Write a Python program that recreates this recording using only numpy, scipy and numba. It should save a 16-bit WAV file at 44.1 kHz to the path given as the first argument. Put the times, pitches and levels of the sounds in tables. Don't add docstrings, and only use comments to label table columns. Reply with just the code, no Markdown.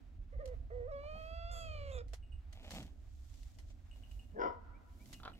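import sys
import numpy as np
from scipy import signal
from scipy.fft import rfft, irfft
from scipy.io import wavfile
from scipy.ndimage import uniform_filter1d, map_coordinates
from numba import njit

SR = 44100
rng = np.random.default_rng(int(sys.argv[2]) if len(sys.argv) > 2 else 0)


def output_pcm(signal):
    pcm = np.clip(np.atleast_2d(signal).T, -1, 1) * 32767
    wavfile.write(sys.argv[1], SR, np.round(pcm).astype(np.int16))


N = 237950
T = np.arange(N) / SR

# (start [s], end [s], pitch [Hz], level [dB],
# yelp time [s], yelp width [s], yelp rise [Hz], strain at the yelp [dB])
WHIMPER_NOTES = [(0.325, 0.375, 540, -55, .341, .016, 65.2, -9),
                 (0.385, .55, 562, -46.5, .411, 0.018, 71.3, -12.5),
                 (0.703, 0.919, 523, -44, .9, .036, 201, -26)]
# (time [s], level [dB], mouth opening [dB], strain in the upper harmonics [dB])
BLEAT_EFFORT = [(0.913, -45.5, -12.5, -24.5), (.96, -46.5, -12.5, -25), (1.02, -54, -8, -14),
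                (1.07, -45.5, -16.5, -16), (1.12, -50.5, -6.5, -12), (1.458, -53, -5.5, -8),
                (1.6, -54, -2, -2.5), (1.75, -51.5, -8.5, -5), (1.85, -52.5, -13, -10),
                (1.99, -46.5, -14.5, -13), (2.025, -52, -14, -26)]
BREAK_S, CRACK_S = 1.508, 1.915


def undb(db):
    return 10 ** (np.asarray(db) / 20)


def curves(rows):
    s, *columns = np.transpose(rows)
    return [np.interp(T, s, c) for c in columns]


def after(s, fade):
    return np.clip((T - s) / fade + .5, 0, 1)


def blend(a, b, share):
    return a + (b - a) * share


def envelope(s, attack, hold, release, curve):
    away = np.maximum(s - T, 0) / attack + np.maximum(T - s - hold, 0) / release
    return undb(-20 * np.minimum(away, 10) ** curve)


def unit(x):
    return x / np.sqrt(np.mean(x ** 2))


def steady(x):
    return x / np.sqrt(np.abs(uniform_filter1d(x * x, size=1300)) + 1e-12)


def noise():
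    return rng.standard_normal(N)


def walk(rate):
    drift = np.interp(T * rate, np.arange(N), noise())
    return unit(uniform_filter1d(drift, max(1, int(SR / rate))))


def band(x, lo_hz, hi_hz, order=4):
    sos = signal.butter(order, [lo_hz, min(hi_hz, SR / 2 - 1000)], "band", fs=SR, output="sos")
    return signal.sosfilt(sos, x + 1e-18)


def colour(x, points):
    hz, db = np.transpose(points)
    size = 4096
    bins_hz = np.arange(size // 2 + 1) * SR / size
    log_gain = np.log(undb(np.interp(np.log(bins_hz + 1), np.log(hz), db)))
    cepstrum = irfft(log_gain) * np.r_[1, np.full(size // 2 - 1, 2), np.zeros(size // 2)]
    return signal.fftconvolve(x, irfft(np.exp(rfft(cepstrum))))[:N]


@njit
def resonance(x, hz, width):
    y, mid, low = np.empty(len(x)), 0., 0.
    for i in range(len(x)):
        g, damping = np.tan(np.pi * hz[i] / SR), width / hz[i]
        v = (mid + g * (x[i] - low)) / (1 + g * (g + damping))
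        mid, low = 2 * v - mid, low + 2 * g * v
        y[i] = damping * v
    return y


def formant(x, hz, width_hz):
    return resonance(resonance(x, hz, float(width_hz)), hz, float(width_hz))


def place(x, lag_ms, pan_db):
    late = map_coordinates(x, [np.arange(N) - lag_ms * SR / 1000], order=3)
    return np.array([late * undb(pan_db / 2), x * undb(-pan_db / 2)])


def outdoors(x, t60, wet_db, dull_hz):
    decay = undb(-60 * T / t60)
    tails = [unit(band(noise(), 220, dull_hz, order=1) * decay) / np.sqrt(N) for _ in range(2)]
    return undb(wet_db) * np.array([signal.fftconvolve(x, tail)[:N] for tail in tails])


def background():
    bed = [(0, -52.5), (1.3, -50.5), (2.6, -52.5), (3.7, -50.5), (5.39, -57)]
    gusts = [(.19, 5.5, 0.035), (.38, 10.5, 0.044), (.63, 9, 0.12), (.86, 6, 0.1), (1.8, 9, 0.35),
             (2.35, 5.5, .04), (4.16, 7, 0.042)]
    rumble_eq = [(11, -45.5), (18, -7.5), (38, 2), (68, 0.5), (85, -2.5), (128, -23), (200, -30),
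                 (260, -54.5), (440, -120)]
    air_eq = [(80, -10.5), (150, -13.5), (200, -7), (260, -1.5), (340, -11.5), (450, -18), (700, -6),
              (1000, -19), (2200, -25.5), (4000, -32), (8000, -40.5), (10000, -46.5), (16000, -43.5)]
    rumble_db = curves(bed)[0] + sum(db * np.exp(-((T - s) / half) ** 2) for s, db, half in gusts)
    common, apart = (unit(band(colour(noise(), rumble_eq), 19, 170)) for _ in range(2))
    rumble = undb(rumble_db) * (place(common, 0.24, -4) + undb(-13) * np.array([apart, -apart]))
    centre, left, right = (unit(colour(noise(), air_eq)) for _ in range(3))
    air = undb(-67.5) * (0.5 * centre + 0.82 * np.array([left, right]))
    stir = band(air, 90, 600, order=2) * undb(0.5 + 2.6 * walk(14))
    breeze = band(air, 960, 22000, order=2) * undb(1.36 * walk(30))
    return rumble + stir + breeze


def bumps():
    shuffles = [(0.188, -69, 278, 0.31), (1.047, -62.5, 875, 0.041), (1.159, -61.5, 830, 0.068),
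                (1.161, -60, 222.6, .08), (1.322, -63, 288, 0.041), (2.137, -51.5, 750, 0.014),
                (2.791, -50, 218, 0.18), (2.803, -67.5, 334, 0.46), (4.362, -56.5, 240, 0.1),
                (5.176, -62, 152, 0.49), (5.212, -64.5, 289, 0.73), (5.265, -57.5, 1070, 0.11)]
    out = np.zeros(N)
    for s, db, hz, length in shuffles:
        swell = np.cos(np.pi * np.clip((T - s) / length, -.5, .5))
        out += undb(db) * swell * steady(band(noise(), hz * 0.59, hz * 0.99, order=2))
    return out


def larynx(hz, rough, jitter, shimmer, doubling, flutter_hz, breath, harmonics):
    phase = 2 * np.pi * np.cumsum(hz * (1 + jitter * rough * walk(flutter_hz))) / SR
    pulses = unit(sum(np.cos(k * phase) for k in range(1, harmonics + 1)))
    size = 1 + rough * (shimmer * walk(flutter_hz) + doubling * np.cos(phase / 2) * walk(30))
    return pulses * size + breath * rough * noise() * (1 + np.cos(phase))


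def whimpers():
    sag_hz_per_s, scoop_hz, scoop_s = 430, 90, .022
    notes = np.array(WHIMPER_NOTES)
    current = np.maximum(np.searchsorted(notes[:, 0], T, side="right") - 1, 0)
    start, end, note_hz, db, yelp_s, width, rise_hz, yelp_db = notes[current].T
    yelp = np.exp(-((T - yelp_s) / width) ** 2)
    scoop = np.exp(-np.maximum(np.minimum(T - start, end - T), 0) / scoop_s) * (1 - yelp)
    hz = note_hz - sag_hz_per_s * (np.clip(T, start, end) - start) + rise_hz * yelp - scoop_hz * scoop
    level_db = db - 9.5 * scoop - 3.5 * yelp
    mouth_db = blend(-33.5, -13.5, np.maximum(yelp, scoop))
    strain_db = blend(-27, yelp_db, yelp) + 14 * scoop
    lower_hz, upper_hz, upper_db = (np.full(N, value) for value in (1960, 3350, -30))
    rough = .33 + .25 * scoop
    return np.array([hz, level_db, mouth_db, strain_db, lower_hz, upper_hz, upper_db, rough])


def bleat():
    arch = [(0.918, 556.7), (1.002, 569.7), (1.124, 622.2), (1.508, 686), (1.644, 654.2), (1.786, 584),
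            (1.9, 549.7), (2.002, 478), (2.01, 482.6)]
    mid_hz, quaver_hz = 606, 68.85
    hz, = curves(arch)
    level_db, mouth_db, strain_db = curves(BLEAT_EFFORT)
    opened, broken, cracked = after(0.95, 0.077), after(BREAK_S, 0.058), after(CRACK_S, 0.011)
    lower_hz = blend(blend(2220, 2470 + 1.9 * (hz - mid_hz), opened), 2520, cracked)
    upper_hz = blend(blend(3950, 3124 + 3.8 * (hz - mid_hz), opened), 3570, cracked)
    upper_db = blend(-3.5, 4, np.maximum(cracked, breaking()))
    rough = blend(blend(.11, .26, broken), .52, cracked)
    tired = np.clip((T - BREAK_S) / (CRACK_S - BREAK_S), 0, 1)
    quaver = np.sin(2 * np.pi * np.cumsum(quaver_hz * (1 + 0.087 * walk(20))) / SR)
    hz = hz * (1 + .016 * tired * quaver)
    return np.array([hz, level_db, mouth_db, strain_db, lower_hz, upper_hz, upper_db, rough])


def breaking():
    return envelope(BREAK_S + 0.0059, attack=0.0034, hold=.1, release=0.095, curve=0.77)


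def goat():
    throat_eq = [(330, -41), (480, 0), (680, -6.5), (880, -28.5), (1250, -4.5), (1600, -22), (2500, 0),
                 (4100, -28), (4750, -2.5), (5500, -46)]
    shrill_eq = [(5500, -15), (6200, -7), (7300, 3), (8300, -14), (8900, -6), (10500, -25.5), (11500, -4.5),
                 (12300, -30), (13500, -16), (15500, -39.5)]
    bleat_start, bleat_end = BLEAT_EFFORT[0][0], BLEAT_EFFORT[-1][0]
    bleating = after(bleat_start, 0.011)
    controls = blend(whimpers(), bleat(), bleating)
    hz, level_db, mouth_db, strain_db, lower_hz, upper_hz, upper_db, rough = controls
    hz = hz * (1 + 0.0065 * walk(40))
    folds = larynx(hz, rough, jitter=.05, shimmer=.4, doubling=.6,
                   flutter_hz=420, breath=.7, harmonics=23)
    throat = colour(folds, throat_eq)
    cracking = envelope(CRACK_S + 0.018, attack=0.11, hold=.04, release=0.041, curve=1)
    overtone = undb(-3.5) * (1 - cracking) * formant(folds, 1.41 * upper_hz, 480)
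    upper = formant(folds, lower_hz, 260) + undb(upper_db) * (formant(folds, upper_hz, 350) + overtone)
    hum = steady(band(throat, 400, 826))
    mouth = undb(mouth_db + 1.5) * steady(band(throat, 826, 1730))
    husk = undb(-19.5) * unit(band(noise(), 1400, 4800, order=2))
    strain = undb(strain_db - 1) * (steady(upper) + husk)
    shrill = steady(band(colour(folds, shrill_eq), 5700, 14000))
    shrill_gain = undb(level_db + strain_db - 27.5) * bleating
    shrill_gain += undb(-64) * breaking() + undb(-73) * cracking
    squeal = undb(-73.5) * cracking * steady(formant(folds, 2 * upper_hz, 800))
    spans = [row[:2] for row in WHIMPER_NOTES] + [(bleat_start, bleat_end)]
    gate = np.minimum(sum(after(start, 0.0046) - after(end, 0.016) for start, end in spans), 1)
    voice = gate * undb(level_db) * (hum + mouth + strain)
    edge = gate * (shrill_gain * shrill + squeal)
    direct = place(voice, .31, -4.5) + place(edge, 0.289, 6.2)
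    return direct + outdoors(voice + edge, t60=.25, wet_db=-17, dull_hz=5000)


def grit(rate, spread_db):
    clicks = (rng.random(N) < rate / SR) * noise()
    return unit(clicks * undb(spread_db * np.minimum(rng.exponential(size=N), 4)))


def scatter(eq, rate, spread_db):
    centre, left, right = (unit(colour(grit(rate, spread_db), eq)) for _ in range(3))
    return 0.36 * centre + np.array([left, right])


def snaps():
    cracks = [(0.4555, -47.5, -20, 0.056), (0.4746, -56.5, -2, 0.096), (2.0799, -63.5, -22, 0.29),
              (2.133, -43, -7, 0.093), (2.527, -47, -12, 0.06), (2.7057, -38.5, -10, 0.088),
              (2.827, -46, -2, 0.041), (2.8634, -56, -18, 0.05), (3.34, -54, -10, 0.041),
              (3.43, -49, -21, 0.04), (3.586, -50, -8.5, 0.1), (4.1126, -58, -14, 0.07),
              (5.057, -52.5, -16, 0.042), (5.1282, -40, -12.5, 0.081)]
    crack_eq = [(1180, -36), (2000, 4), (2440, -8), (2970, 3), (3660, -4.5), (4160, 1.5), (4950, -2),
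                (6250, -1.5), (7550, -5.5), (11900, -12), (15700, -24)]
    crack, body = np.zeros(N), np.zeros(N)
    for s, db, body_db, t60 in cracks:
        burst = np.clip((T - s) / 0.0011, 0, 1) * undb(db - 60 * np.maximum(T - s, 0) / t60)
        crack += burst
        body += burst * undb(body_db)
    bright = undb(-9) * crack * scatter(crack_eq, rate=9000, spread_db=4.5)
    dull = undb(-5.5) * body * unit(band(noise(), 470, 1900, order=2))
    return bright + place(dull, -0.17, 1)


def scuffs():
    drags = [(1.22, 0.28, 0.32, -73, -80.5, -85), (2.548, .04, 0.081, -64.5, -77, -81),
             (2.654, 0.076, 0.074, -56, -72, -80), (2.748, 0.069, 0.12, -48, -57.5, -66),
             (3.4, 0.54, 0.46, -82.5, -72, -80), (3.7, 0.039, 0.044, -70.5, -74, -87),
             (3.975, 0.15, 0.16, -72, -79, -83), (4.13, 0.13, 0.34, -77, -77, -79.5),
             (5.126, 0.29, 0.17, -74, -69.5, -71.5), (5.385, 0.21, 0.059, -69, -84, -83.5)]
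    gravel_eq = [(90, -24), (220, 6.5), (380, -9), (650, 5), (1100, -10.5), (1700, -11.5), (2250, -6),
                 (3500, -5.5), (6000, -24), (12000, -52)]
    sand_eq = [(1200, -25.5), (2200, -11.5), (3500, -6), (5000, -6), (7200, -5.5), (8500, -10.5),
               (11000, -39)]
    dust_eq = [(6000, -28.5), (8500, -3.5), (12000, 2.5), (16000, -5.5)]
    swells = np.array([envelope(s, rise, 0, fall, curve=1.28) for s, rise, fall, *_ in drags])
    on_gravel, on_sand, on_dust = undb(np.array(drags)[:, 3:]).T @ swells
    gravel = on_gravel * unit(colour(grit(rate=900, spread_db=2.8), gravel_eq))
    sand = on_sand * scatter(sand_eq, rate=3000, spread_db=1)
    dust = on_dust * scatter(dust_eq, rate=9600, spread_db=3.5)
    return place(gravel, -0.13, 0.93) + sand + dust


def bell():
    strokes = [(2.2257, -63.5, 1, 0.19), (2.3193, -62, -6.5, 0.22), (3.912, -59.5, 4, 0.06),
               (3.929, -62, 3, 0.052), (4.035, -59.5, 10, 0.055), (4.1113, -56.5, 0.5, 0.05),
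               (4.192, -59.5, 2, 0.18), (4.3097, -69, -8, 0.057), (5.1425, -54.5, 6, 0.11),
               (5.3354, -60, -9, 0.085)]
    modes = [(2540, -13, .8), (2786, -8.5, 0.84), (2885, -0.5, 0.83), (8060, -21.5, 1.3), (8700, -24, 1)]
    age = np.arange(int(.3 * SR)) / SR
    out = np.zeros((2, N))
    for s, db, pan_db, ring in strokes:
        note = np.zeros(len(age))
        for hz, mode_db, share in modes:
            decay = undb(db + mode_db - 60 * age / (ring * share))
            note += decay * np.sin(2 * np.pi * (hz * age + rng.random()))
        chatter = undb(4.7 * walk(220)[:len(age)])
        note *= chatter * np.minimum(age / 0.0023, 1)
        out += undb([[pan_db / 2], [-pan_db / 2]]) * np.pad(note, (int(s * SR), N))[:N]
    return out + outdoors(out[0], t60=0.25, wet_db=-9, dull_hz=7000)


def dog():
    contour = [(4.32, 379.8, 1820), (4.365, 444.1, 1700), (4.40, 487.4, 1470), (4.43, 496, 1407),
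               (4.47, 487.2, 1300), (4.52, 485, 1320)]
    throat_eq = [(120, -26.5), (250, -13.5), (330, -8.5), (410, -5), (460, 3), (510, -7.5), (600, -6),
                 (880, -16.5), (995, -4.5), (1150, -24), (1700, -25.5), (2000, -4), (2480, -42.5),
                 (2950, -27.5), (4100, -51.5), (5200, -34.5), (6500, -52.5)]
    echoes = [(0.224, -19.5), (0.367, -29.5)]
    bark_s, jaw_lag_s = 4.395, 0.019
    hz, mouth_hz = curves(contour)
    folds = larynx(hz, rough=0.91, jitter=.05, shimmer=0.81, doubling=0.47,
                   flutter_hz=299, breath=1.72, harmonics=14)
    throat = colour(folds, throat_eq)
    push = envelope(bark_s, attack=0.046, hold=0.067, release=0.068, curve=1.44)
    opening = envelope(bark_s + jaw_lag_s, attack=0.038, hold=0.043, release=0.092, curve=1.12)
    chest = undb(-38.5) * push * steady(band(throat, 120, 740))
    mouth = band(throat, 760, 1460) + undb(-8) * formant(folds, mouth_hz, 210)
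    jaw = undb(-38) * opening * steady(mouth)
    rasp = undb(-52.5) * opening ** 1.18 * steady(band(throat, 2205, 6200))
    bark = chest + jaw + rasp
    thin = band(bark, 1100, 4700, order=1)
    echo = sum(undb(db) * np.interp(T - delay, T, thin, left=0) for delay, db in echoes)
    direct = place(chest, 0.42, 0.6) + place(jaw + rasp, 0.38, 5.5)
    slopes = outdoors(echo, t60=0.91, wet_db=-2.5, dull_hz=3060)
    slopes += outdoors(jaw + rasp, t60=1.4, wet_db=-20, dull_hz=3500)
    return direct + outdoors(bark, t60=0.32, wet_db=-13.5, dull_hz=2970) + undb(-6.5) * slopes


def bird():
    whistles = [(4.73, -71.5), (4.988, -69.5), (5.256, -71)]  # (time [s], level [dB])
    out = np.zeros(N)
    for s, db in whistles:
        progress = np.clip((T - s) / 0.056, 0, 1)
        hz = 2150 + 330 * progress
        out += undb(db) * np.sin(np.pi * progress) * np.sin(2 * np.pi * np.cumsum(hz) / SR)
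    return out + outdoors(out, t60=0.12, wet_db=-9, dull_hz=6000)


def stones():
    knocks = [(5.201, -54.5, -9.5), (5.233, -50, -3.5), (5.251, -47, 0), (5.258, -42.5, -36),
              (5.278, -39, -14.5), (5.298, -53, -12), (5.319, -56.5, -19)]
    modes = [(770, -1, 0.028), (1140, -2.5, 0.018), (1327, 9, 0.011), (1570, -30, .011),
             (1970, -35, 0.0082)]
    out = np.zeros(N)
    bright = unit(band(noise(), 3030, 4170, order=2))
    for s, db, click_db in knocks:
        age = np.clip(T - s, 0, .2)
        ring = sum(undb(mode_db - 60 * age / t60) * np.sin(2 * np.pi * hz * rng.uniform(1, 1.046) * age)
                   for hz, mode_db, t60 in modes)
        click = (T >= s) * bright * undb(click_db - 60 * age / 0.037)
        out += undb(db) * (click - .55 * ring)
    return place(out, -0.086, 0.81) + outdoors(out, t60=0.13, wet_db=-10, dull_hz=4060)


def scene():
    return goat() + dog() + bell() + bird() + scuffs() + snaps() + stones() + bumps() + background()


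def record(dry):
    top_hz = 15800
    return signal.sosfilt(signal.ellip(10, .2, 70, top_hz, fs=SR, output="sos"), dry)


dry = scene()
out = record(dry)
output_pcm(out)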